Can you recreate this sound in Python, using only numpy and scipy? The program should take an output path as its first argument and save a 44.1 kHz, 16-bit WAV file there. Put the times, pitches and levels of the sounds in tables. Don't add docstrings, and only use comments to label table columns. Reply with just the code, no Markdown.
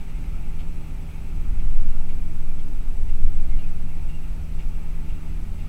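import sys
import numpy as np
from scipy import signal
from scipy.fft import rfft, irfft, next_fast_len
from scipy.io import wavfile
from scipy.ndimage import uniform_filter1d, map_coordinates

SR = 44100
rng = np.random.default_rng(int(sys.argv[2]) if len(sys.argv) > 2 else 0)


def generate_wav(sig):
    pcm = np.round(np.clip(np.atleast_2d(sig).T, -1, 1) * 32767).astype(np.int16)
    wavfile.write(sys.argv[1], SR, pcm)


def volts_from_decibels(level):
    exponent = np.asarray(level, float) / 20
    return 10 ** exponent


N = 250488

# pitch in Hz, how far it wanders in Hz.
BODY_MODES = [
    (11.4, .3),
    (19.3, 1.2),
    (33.5, 1.8),
]
# time in seconds, level in dB.
AXLE_HOP = [(0.0, -25), (0.11, -27), (0.19, -47), (0.4, -21), (0.79, -22.5), (1.09, -65), (1.23, -26),
            (1.34, -26), (1.77, -7), (2.29, -17.5), (2.44, -12.5), (2.88, -19), (3.24, -9), (4.29, -22),
            (4.43, -30), (4.62, -21), (5.51, -25.5), (5.68, -30.5)]
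# time in seconds, cabin boom in dB, floor in dB, tyre thump in dB.
BUMPS = [(.17, -25.5, -36, -35.5), (.3, -30, -27.5, -37), (.52, -25.5, -39, -37), (.66, -28.5, -38, -38),
         (.95, -26.5, -52, -36.5), (1.2, -29, -43, -36.5), (1.38, -22, -30, -32), (1.52, -23, -24.5, -31.5),
         (1.66, -30, -24, -34), (1.77, -21, -35, -44), (1.92, -21, -43, -42), (2.18, -36, -28, -44),
         (2.45, -26.5, -57, -40), (2.76, -28, -25.5, -45), (2.9, -20, -38, -37), (3.05, -20, -29, -32),
         (3.26, -14.5, -34, -29), (3.52, -18, -25, -31.5), (3.8, -45, -36, -36), (4.03, -24, -40, -33),
         (4.3, -36, -28, -34.5), (4.42, -38, -42, -32), (4.56, -23.5, -39, -34.5), (4.68, -22, -34, -34.5),
         (4.93, -23, -38.5, -38), (5.08, -27.5, -31, -32), (5.34, -44, -26.5, -33),
         (5.479, -33, -34, -34.5), (5.64, -28.5, -29, -32)]
# frequency in Hz, level in dB per Hz.
THUMP_COLOUR = [(35, -30), (43, -1), (49, 0), (58, -7), (70, -5), (82, -6), (95, -12.5), (108, -21),
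                (130, -32), (200, -70)]
# time in seconds, pitch in Hz, level in dB.
ENGINE_DRONE = [(0, 158.2, -44), (1.4, 157.6, -43), (1.9, 157.8, -47.5), (2.3, 158.1, -45),
                (2.8, 157.8, -48.5), (2.97, 158.2, -52.5), (3.15, 157.6, -45), (4, 156.6, -43.5),
                (5, 157.6, -43), (5.68, 156.6, -44)]
# start in seconds, length in seconds, level in dB.
PANEL_SPELLS = [
    (.15, .85, -58.5),
    (1.3, 0.58, -60),
    (2.2, 0.7, -59.5),
    (3.17, 0.53, -56),
    (3.98, 0.64, -61.5),
    (5.0, 0.46, -54.5),
]
# time in seconds, level in dB, bright part in dB, main mode in dB.
CLOCK_STEPS = [(.087, -55.5, -3, 1), (.587, -52, 1, -5), (1.087, -55.5, -2, -8), (1.587, -53, -4, -7),
               (2.087, -53, -3, -2), (2.587, -54.5, -2, -12), (3.087, -55.5, 0, 1), (3.587, -56, 2, 9),
               (4.087, -58, 1, 11), (4.588, -51, -4, 0), (5.087, -56.5, 1.5, 6), (5.587, -55, 1, 3.5)]
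# pitch in Hz, level in dB.
CLOCK_HOUSING = [(2783, 0), (2215, -2), (2365, -4.5), (2380, -11), (2550, -6), (2970, -13), (3105, -5.5),
                 (3380, -8), (3670, -9.5), (3760, -11), (4260, -21), (4320, -13), (5200, -26), (6600, -17)]
# frequency in Hz, level in dB per Hz.
PAWL_COLOUR = [(1500, -34), (2000, -6.5), (2400, -5.5), (3300, -15), (4600, -19.5), (7000, -26),
               (9000, -40)]
# time in seconds, pitch in Hz, level in dB, length in seconds.
TRIM_CHIRPS = [(0.174, 2130, -61, 0.071), (1.14, 2280, -64, 0.09), (2.497, 2420, -59, 0.057),
               (3.394, 2370, -60, 0.055), (3.537, 2120, -59, 0.061), (3.89, 2740, -62, 0.034),
               (4.157, 2760, -56, 0.057), (4.248, 2730, -64, 0.055), (3.64, 2470, -59, 0.049),
               (4.75, 2780, -64, 0.043), (5.257, 2820, -66, 0.05)]
# frequency in Hz, level in dB per Hz.
ROAR_COLOUR = [(60, -57), (110, 0), (140, -1.5), (190, -2.5), (250, -3), (270, -9), (292, -7.5),
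               (325, -13.5), (450, -19), (650, -18.5), (1000, -24), (1700, -28.5), (3500, -34), (8000, -58)]
# frequency in Hz, width in Hz, level in dB.
CABIN_RESONANCES = [(681, 31, -79), (799, 47, -67), (878, 88, -64.5), (1285, 320, -63.5), (2185, 1180, -63),
                    (2383, 560, -63), (2700, 400, -68)]
# time in seconds, level in dB.
AIR_RUSH = [(0.0, -57.5), (0.12, -58.5), (1.71, -58), (2.24, -60.5), (2.82, -61.5), (3.23, -60.5),
            (3.49, -58.5), (4.32, -59.5), (4.78, -60), (5.24, -57.5), (5.55, -60.5), (5.68, -57)]
# frequency in Hz, level in dB per Hz.
HISS_COLOUR = [(1500, -27), (3000, -7), (4200, -3.5), (6000, -4), (8200, -5), (9600, -4), (11500, -6.5),
               (16400, -7)]
# multiple of its base pitch, busy level in dB, idle level in dB.
WHINE_OVERTONES = [(1, -87, -91), (3, -76, -81), (4, -69, -77), (5, -89, -93), (6, -87, -91), (7, -87, -91),
                   (8, -89, -92)]


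def unit(x):
    return x / np.sqrt(np.mean(x ** 2) + 1e-20)


def curves(rows):
    s, *columns = np.transpose(rows)
    return [np.interp(np.arange(N) / SR, s, column) for column in columns]


def wobble(rate):
    points = rng.standard_normal(int(N * rate / SR) + 4)
    return map_coordinates(points, [np.arange(N) * rate / SR])


def tone(hz):
    return np.sqrt(2) * np.sin(2 * np.pi * np.cumsum(hz) / SR)


def noise(gain, patchy_db):
    z = signal.stft(rng.standard_normal(N + 8192), nperseg=512)[2]
    patches = uniform_filter1d(rng.standard_normal(z.shape), size=5, axis=0)
    patches = uniform_filter1d(patches, size=12, axis=1)
    x = signal.istft(z * volts_from_decibels(patchy_db * unit(patches)), nperseg=512)[1]
    m = next_fast_len(len(x))
    spectrum = rfft(x, m) * gain(np.fft.rfftfreq(m, 1 / SR))
    return unit(irfft(spectrum, m)[:N])


def shape(points):
    hz, db = np.transpose(points)
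    return lambda f: volts_from_decibels(np.interp(np.log(f + 1), np.log(hz + 1), db, -120, -120))


def peak(hz, width):
    return lambda f: (f * width) ** 2 / ((hz * hz - f * f) ** 2 + (f * width) ** 2)


def jolts(levels_db, rise_s, rest_db):
    t = np.arange(0, N, 64) / SR
    bump_s = np.transpose(BUMPS)[0]
    since_kick = np.maximum((t[:, None] - bump_s) / rise_s + 1, 0)
    swell = since_kick * np.exp(1 - since_kick)
    power = swell ** 2 @ volts_from_decibels(levels_db) ** 2 + volts_from_decibels(rest_db) ** 2
    return np.interp(np.arange(N) / SR, t, 10 * np.log10(power))


def body():
    _, boom, floor, thump = np.transpose(BUMPS)
    hop_db = curves(AXLE_HOP)[0]
    boom_db = jolts(boom, rise_s=0.071, rest_db=-37)
    floor_db = jolts(floor, rise_s=0.054, rest_db=-37.5)
    thump_db = jolts(thump, rise_s=0.066, rest_db=-39)
    modes = np.zeros(N)
    for db, (hz, wander_hz) in zip([hop_db, boom_db, floor_db], BODY_MODES):
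        modes += volts_from_decibels(db) * tone(hz + wander_hz * wobble(6))
    rumble = noise(shape(THUMP_COLOUR), patchy_db=-1.5)
    evenness = np.sqrt(np.abs(uniform_filter1d(rumble ** 2, size=SR // 12)) + 0.23)
    thumps = volts_from_decibels(thump_db) * unit(rumble / evenness)
    left_s = (N - np.arange(N)) / SR
    fade_out = np.sin(np.pi / 2 * np.clip(left_s / .03, 0, 1)) ** 2
    return fade_out * (modes + thumps)


def engine():
    hz, db = curves(ENGINE_DRONE)
    return volts_from_decibels(db + 0.44 * wobble(9)) * tone(hz)


def gear():
    hz = 391 - .25 * np.arange(N) / SR
    return volts_from_decibels(-59.5 + 0.72 * wobble(10)) * tone(hz)


def roof_panel():
    quiet_db, fade_s = -67, 0.11
    t = np.arange(N) / SR
    level_db = quiet_db + 1.5 + wobble(9)
    for start_s, long_s, db in PANEL_SPELLS:
        inside_s = np.minimum(t - start_s, start_s + long_s - t)
        level_db += (db - quiet_db) * np.clip(inside_s / fade_s + .5, 0, 1)
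    return volts_from_decibels(level_db) * tone(303.8 + 1.1 * wobble(6))


def clockwork():
    out, t = np.zeros(N + SR), np.arange(SR // 8) / SR
    hz, level_db = np.transpose(CLOCK_HOUSING)
    swell = (1 - np.exp(-t / .002)) * volts_from_decibels(-60 * np.maximum(t - .02, 0) / .13)
    swell = swell * (1 - .3 * np.cos(2 * np.pi * 118 * t))
    scrape = np.pad(noise(shape(PAWL_COLOUR), patchy_db=1.5), (0, SR))
    for s, db, bright_db, main_db in CLOCK_STEPS:
        gain = volts_from_decibels(level_db + bright_db * (hz > 2900) + 2.5 * rng.standard_normal(len(hz)))
        gain[0] = volts_from_decibels(main_db)
        drift = np.cumsum(0.017 * rng.standard_normal((len(t), len(hz))), axis=0)
        ring = np.sin(2 * np.pi * (np.outer(t, hz) + rng.random(len(hz))) + drift) @ gain
        at = round(s * SR)
        buzz = volts_from_decibels(-5) * (ring + scrape[at:][:len(t)])
        out[at:][:len(t)] += volts_from_decibels(db) * swell * buzz
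    return out[:N]


def trim():
    t = np.arange(N) / SR
    out = np.zeros(N)
    for s, hz, db, long_s in TRIM_CHIRPS:
        swell = np.exp(-((t - s) / (.5 * long_s)) ** 2)
        out += volts_from_decibels(db + 3 * wobble(90)) * swell * tone(hz + 60 * wobble(120))
    return out


def road_and_air():
    rush_db = curves(AIR_RUSH)[0]
    rush_db = rush_db - rush_db.mean()
    out = volts_from_decibels(-45 + 0.12 * wobble(2.2)) * noise(shape(ROAR_COLOUR), patchy_db=0.52)
    for hz, width_hz, db in CABIN_RESONANCES:
        out += volts_from_decibels(db + rush_db * hz / 2600) * noise(peak(hz, width_hz), patchy_db=1.5)
    return out


def camera_whine():
    base_hz, frames_per_s = 1966.78, 14.986
    t = np.arange(N) / SR
    frame = t * frames_per_s % 1
    reading = (frame > .115) & (frame < .59)
    busy = uniform_filter1d(reading * 1., size=120)
    out = np.zeros(N)
    for multiple, busy_db, idle_db in WHINE_OVERTONES:
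        strength = volts_from_decibels(idle_db) + busy * (volts_from_decibels(busy_db) - volts_from_decibels(idle_db))
        out += strength * np.sqrt(2) * np.sin(2 * np.pi * round(multiple) * base_hz * t)
    return out


def camera_hiss():
    return volts_from_decibels(-61.5) * noise(shape(HISS_COLOUR), patchy_db=0.6)


def scene():
    coach = body() + engine() + gear() + roof_panel()
    return (coach + clockwork() + trim() + road_and_air())[None]


def band_limit(x):
    return signal.sosfilt(signal.butter(12, 15760, fs=SR, output="sos"), x)


def record(dry):
    mix = dry + camera_hiss() + camera_whine()
    return band_limit(mix)


dry = scene()
out = record(dry)
generate_wav(out)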